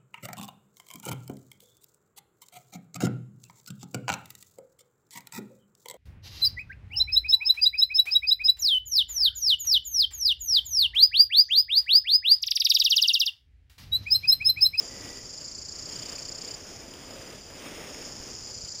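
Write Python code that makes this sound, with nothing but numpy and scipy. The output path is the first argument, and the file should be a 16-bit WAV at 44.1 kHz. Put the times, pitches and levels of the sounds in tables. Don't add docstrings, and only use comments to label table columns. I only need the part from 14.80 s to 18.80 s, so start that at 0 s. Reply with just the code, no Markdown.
import sys
import numpy as np
from scipy import signal
from scipy.io import wavfile

SR = 44100
rng = np.random.default_rng(int(sys.argv[2]) if len(sys.argv) > 2 else 0)


def volts(x):
    e = np.asarray(x, float) / 20
    return 10 ** e


def log_audio(samples):
    frames = np.atleast_2d(samples).T
    limited = np.clip(frames, -1, 1)
    pcm = np.round(limited * 32767).astype(np.int16)
    wavfile.write(sys.argv[1], SR, pcm)


N = 176400


def rms_one(x):
    return x / np.sqrt(np.mean(x ** 2) + 1e-20)


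def in_time(rows):
    return np.interp(np.arange(N) / SR, *np.transpose(rows))


def drift(rate):
    r = np.exp(-80 * np.pi * rate / SR)
    white = rng.standard_normal(N // 40 + 2002)
    slow = signal.lfilter([1], [1, -2 * r, r * r], white)[2000:]
    return np.interp(np.arange(N) / 40, np.arange(len(slow)), rms_one(slow))


def resonate(x, hz, width):
    r = np.exp(-np.pi * width / SR)
    poles = [1, -2 * r * np.cos(2 * np.pi * hz / SR), r * r]
    return signal.lfilter([(1 - r * r) / 2, 0, (r * r - 1) / 2], poles, x + 1e-18)


def narrow_noise(hz, width):
    return rms_one(resonate(resonate(rng.standard_normal(N), hz, width), hz, width))


def banded(white, spectrum, patchy_db):
    out, together = 0, drift(9)
    edges = 20 * 2 ** np.arange(0, 8.3, .5)
    hz, db = np.transpose(spectrum)
    for k, (low, high) in enumerate(zip(edges, edges[1:])):
        band_pass = signal.butter(2, [low, high], "band", fs=SR, output="sos")
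        band = signal.sosfilt(band_pass, white[k % 2])
        level_db = np.interp(np.log(low * high) / 2, np.log(hz), db)
        flicker_db = patchy_db * (together + 0.84 * drift(9.3))
        out = out + band * volts(level_db + flicker_db)
    return rms_one(out)


def hums(rows, depth):
    strokes_per_s = 36
    out, t = 0, np.arange(N) / SR
    for s, length, hz, width, db in rows:
        swell = np.abs(np.sin(np.pi * np.clip((t - s) / length, 0, 1))) ** 0.1 * (t < s + length)
        throb = 1 + depth * np.sin(2 * np.pi * strokes_per_s * (t - s))
        out = out + volts(db) * swell * throb * narrow_noise(hz, width)
    return out


def knocks(rows, t60, snap):
    out, lag = np.zeros(N + SR), np.arange(int(.1 * SR)) / SR
    for s, db, hz in rows:
        ring = np.sin(2 * np.pi * hz * lag) * volts(-60 * lag / t60)
        dry_snap = snap * rng.standard_normal(len(lag)) * volts(-120 * lag / t60)
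        start = int(s * SR)
        out[start:start + len(lag)] += volts(db) * (ring + dry_snap)
    return out[:N]


def among_trees(x, echo_db):
    t60_s = .08
    lag = np.arange(int(.15 * SR)) / SR
    echo = rng.standard_normal(len(lag)) * volts(-60 * lag / t60_s) * (lag > .003)
    return x + volts(echo_db) * signal.fftconvolve(x, echo / np.linalg.norm(echo))[:N]


def singer(times, levels_db, wing_hz, echo_db):
    teeth, teeth_per_s, slowing_per_s2 = 15, 540, 10500
    rise_s, fall_s, hold_s = .0052, .003, .007
    ring_s, wing_rise_hz_per_s = .00105, 36000
    chirp_jitter_s, tooth_jitter_s, chirp_spread_db, tooth_spread_db = 4e-4, 1e-5, .6, 1.5
    out, lag = np.zeros(N + SR), np.arange(int(.007 * SR)) / SR
    k = np.arange(teeth) - teeth * .6
    u = (teeth_per_s - np.sqrt(teeth_per_s ** 2 - 2 * slowing_per_s2 * k)) / slowing_per_s2
    before = np.minimum(u + hold_s / 2, 0) / rise_s
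    after = np.maximum(u - hold_s / 2, 0) / fall_s
    stroke = np.exp(-before ** 2 - after ** 2)
    hz = wing_hz + wing_rise_hz_per_s * u
    for s, db, chance in zip(times, levels_db, rng.standard_normal((len(times), 3, teeth))):
        middle = .4988 + s + chirp_jitter_s * chance[2, 0]
        at = middle + u * (1 + .004 * chance[2, 2]) + tooth_jitter_s * chance[0]
        since = np.maximum(lag - (at * SR % 1)[:, None] / SR, 0)
        swell = (since / ring_s * np.exp(1 - since / ring_s)) ** 2
        rings = swell * np.sin(2 * np.pi * hz[:, None] * since)
        gains = stroke * volts(db + 4.5 + tooth_spread_db * chance[1] + chirp_spread_db * chance[2, 1])
        np.add.at(out, (at * SR).astype(int)[:, None] + np.arange(len(lag)), gains[:, None] * rings)
    return among_trees(out[SR // 2:SR // 2 + N], echo_db)


def forest_air():
    # hz, level_db (per Hz)
    air_spectrum = [(12, -30), (20, 2.5), (118, 4), (284, -10), (455, -4.5), (486, -65), (815, -11),
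                    (2560, -34.5), (4300, -33), (5590, -51), (9460, -120)]
    level_db = -49.5
    return volts(level_db - 3.0) * banded(rng.standard_normal((2, N)), air_spectrum, patchy_db=1.53)


def chorus():
    # time_s, level_db
    crowd_level = [(0.0, -40), (0.48, -42.5), (1.41, -40.5), (1.59, -45), (1.76, -42), (2.16, -45),
                   (3.04, -45), (3.25, -41.5), (4.0, -36)]
    # pitch_hz, width_hz, level_db
    wings = [(4794, 580, -11), (5092, 340, -9.5), (5220, 130, -22), (6135, 1200, -3)]
    out = 0
    for hz, width, db in wings:
        out = out + volts(db + 0.63 * drift(40)) * narrow_noise(hz, width)
    return volts(in_time(crowd_level) - 2.5) * rms_one(out)


def distant_trills():
    # start_s, length_s, pitch_hz, width_hz, level_db
    trills = [
        (-.2, .6, 4790, 70, -51),
        (.5, 1.2, 5287, 35, -54),
        (.6, 1.15, 4505, 25, -60),
        (.6, 1.0, 5665, 30, -63),
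        (1.75, 1.05, 5112, 60, -57),
        (2.05, .76, 4790, 70, -57),
        (2.78, .85, 5290, 60, -59),
        (3.1, .5, 5482, 50, -57),
    ]
    return hums(trills, 0.74)


def far_crickets():
    # first_chirp_s, chirps, period_s, level_db, wing_hz
    songs = [
        (.003, 17, 0.041, -48, 5050),
        (.02, 63, .0318, -52, 5420),
        (1.799, 26, 0.039, -55.5, 5040),
        (2.822, 25, .0308, -50.5, 5370),
        (3.1, 17, 0.037, -48, 5010),
    ]
    out = 0
    for s, count, period, db, hz in songs:
        n = np.arange(count)
        swell_db = -4.9 * np.exp(-n / 3.7) * (s > 1)
        out = out + singer(s + period * n, db + swell_db, hz, echo_db=4)
    return out


def rustle():
    # time_s, level_db
    handling = [(0, -50.5), (.1, -56.5), (.24, -51.5), (.42, -57), (.93, -60), (1.1, -52.5), (1.3, -50),
                (1.45, -56), (1.72, -49.5), (1.82, -55), (2.35, -52.5), (2.53, -50.5), (2.65, -57),
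                (2.88, -48.5), (3.22, -51), (3.3, -52), (3.65, -56), (4, -59.5)]
    # hz, level_db (per Hz)
    cloth_spectrum = [(88, -61), (150, -5.5), (256, 0), (401, -2), (502, -0.5), (880, -10.5), (3070, -10.5),
                      (4120, -20), (4300, -26.5), (5590, -46), (9460, -120)]
    grains_per_s, grain_db, level_db, follows = 500, -13, 5.5, 1.03
    effort = in_time(handling)
    struck = rng.random(N) < grains_per_s / SR
    grains = struck * volts(10.6 * np.minimum(rng.exponential(1, N), 4)) * rng.choice([-1, 1], N)
    white = rng.standard_normal((2, N)) + volts(grain_db) * rms_one(grains)
    swell_db = effort.mean() + level_db + follows * (effort - effort.mean())
    return volts(swell_db) * banded(white, cloth_spectrum, patchy_db=1.02)


def cloth_bumps():
    # start_s, peak_db, pitch_hz
    bumps = [
        (0.249, -37, 80.7),
        (1.238, -35.5, 248),
        (2.081, -37, 239),
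        (2.499, -45, 510),
        (3.209, -32, 320),
        (3.401, -31, 82),
        (3.839, -32, 112.2),
    ]
    return knocks(bumps, .026, 0)


def cord_ticks():
    # start_s, peak_db, pitch_hz
    ticks = [(0.1256, -44, 1970), (0.3765, -44, 1940), (1.2316, -34, 3210), (1.3823, -33, 2570),
             (1.4576, -42, 3010), (1.502, -42, 3270), (1.937, -40, 2950), (2.1385, -34, 3140),
             (2.7033, -39, 1780), (2.9108, -37, 3000), (3.0405, -34, 2490), (3.1472, -34, 2270),
             (3.2261, -35, 2640), (3.5633, -43, 3000), (3.8756, -40, 3120), (3.9374, -45, 1830)]
    return volts(1.5) * knocks(ticks, .007, volts(-6))


def cord_rubs():
    # start_s, length_s, pitch_hz, width_hz, level_db
    rubs = [
        (.08, .36, 1960, 60, -57),
        (1.08, .28, 3100, 500, -57),
        (2.8, .3, 2100, 700, -59),
        (2.3, .27, 520, 250, -54),
    ]
    return hums(rubs, 0)


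def near_cricket():
    # first_chirp_s, chirps, level_db, start_drop_db (below the level)
    songs = [
        (.512, 38, -36.5, 7),
        (3.645, 11, -35.5, 8.5),
    ]
    period_s, hurry_s, swell_chirps = .0352, 4.9e-5, 3.7
    strokes = []
    for s, count, db, low in songs:
        for n in range(int(count)):
            time_s = s + period_s * n - hurry_s * n * n
            level_db = db - low * np.exp(-n / swell_chirps) - 1.6 * (n == 37)
            strokes.append((time_s, level_db))
    times, levels_db = np.transpose(strokes)
    return singer(times, levels_db, wing_hz=4960, echo_db=-15)


def scene():
    forest = forest_air() + chorus() + distant_trills() + far_crickets()
    hands = rustle() + cloth_bumps() + cord_ticks() + cord_rubs()
    return (forest + hands + near_cricket())[None]


def roll_off(x):
    return signal.sosfilt(signal.butter(12, 15470, fs=SR, output="sos"), x)


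def record(dry):
    hold_hz, cutoff_hz = 12000, 15450
    low = signal.resample_poly(dry, hold_hz // 300, SR // 300, axis=1, window=("kaiser", 3))
    steps = np.repeat(low, 4, axis=1)
    held = signal.resample_poly(steps, SR // 300, hold_hz * 4 // 300, axis=1)[:, :N]
    low_pass = signal.ellip(10, .3, 60, cutoff_hz - 150, fs=SR, output="sos")
    return roll_off(signal.sosfilt(low_pass, held))


dry = scene()
out = record(dry)
log_audio(out)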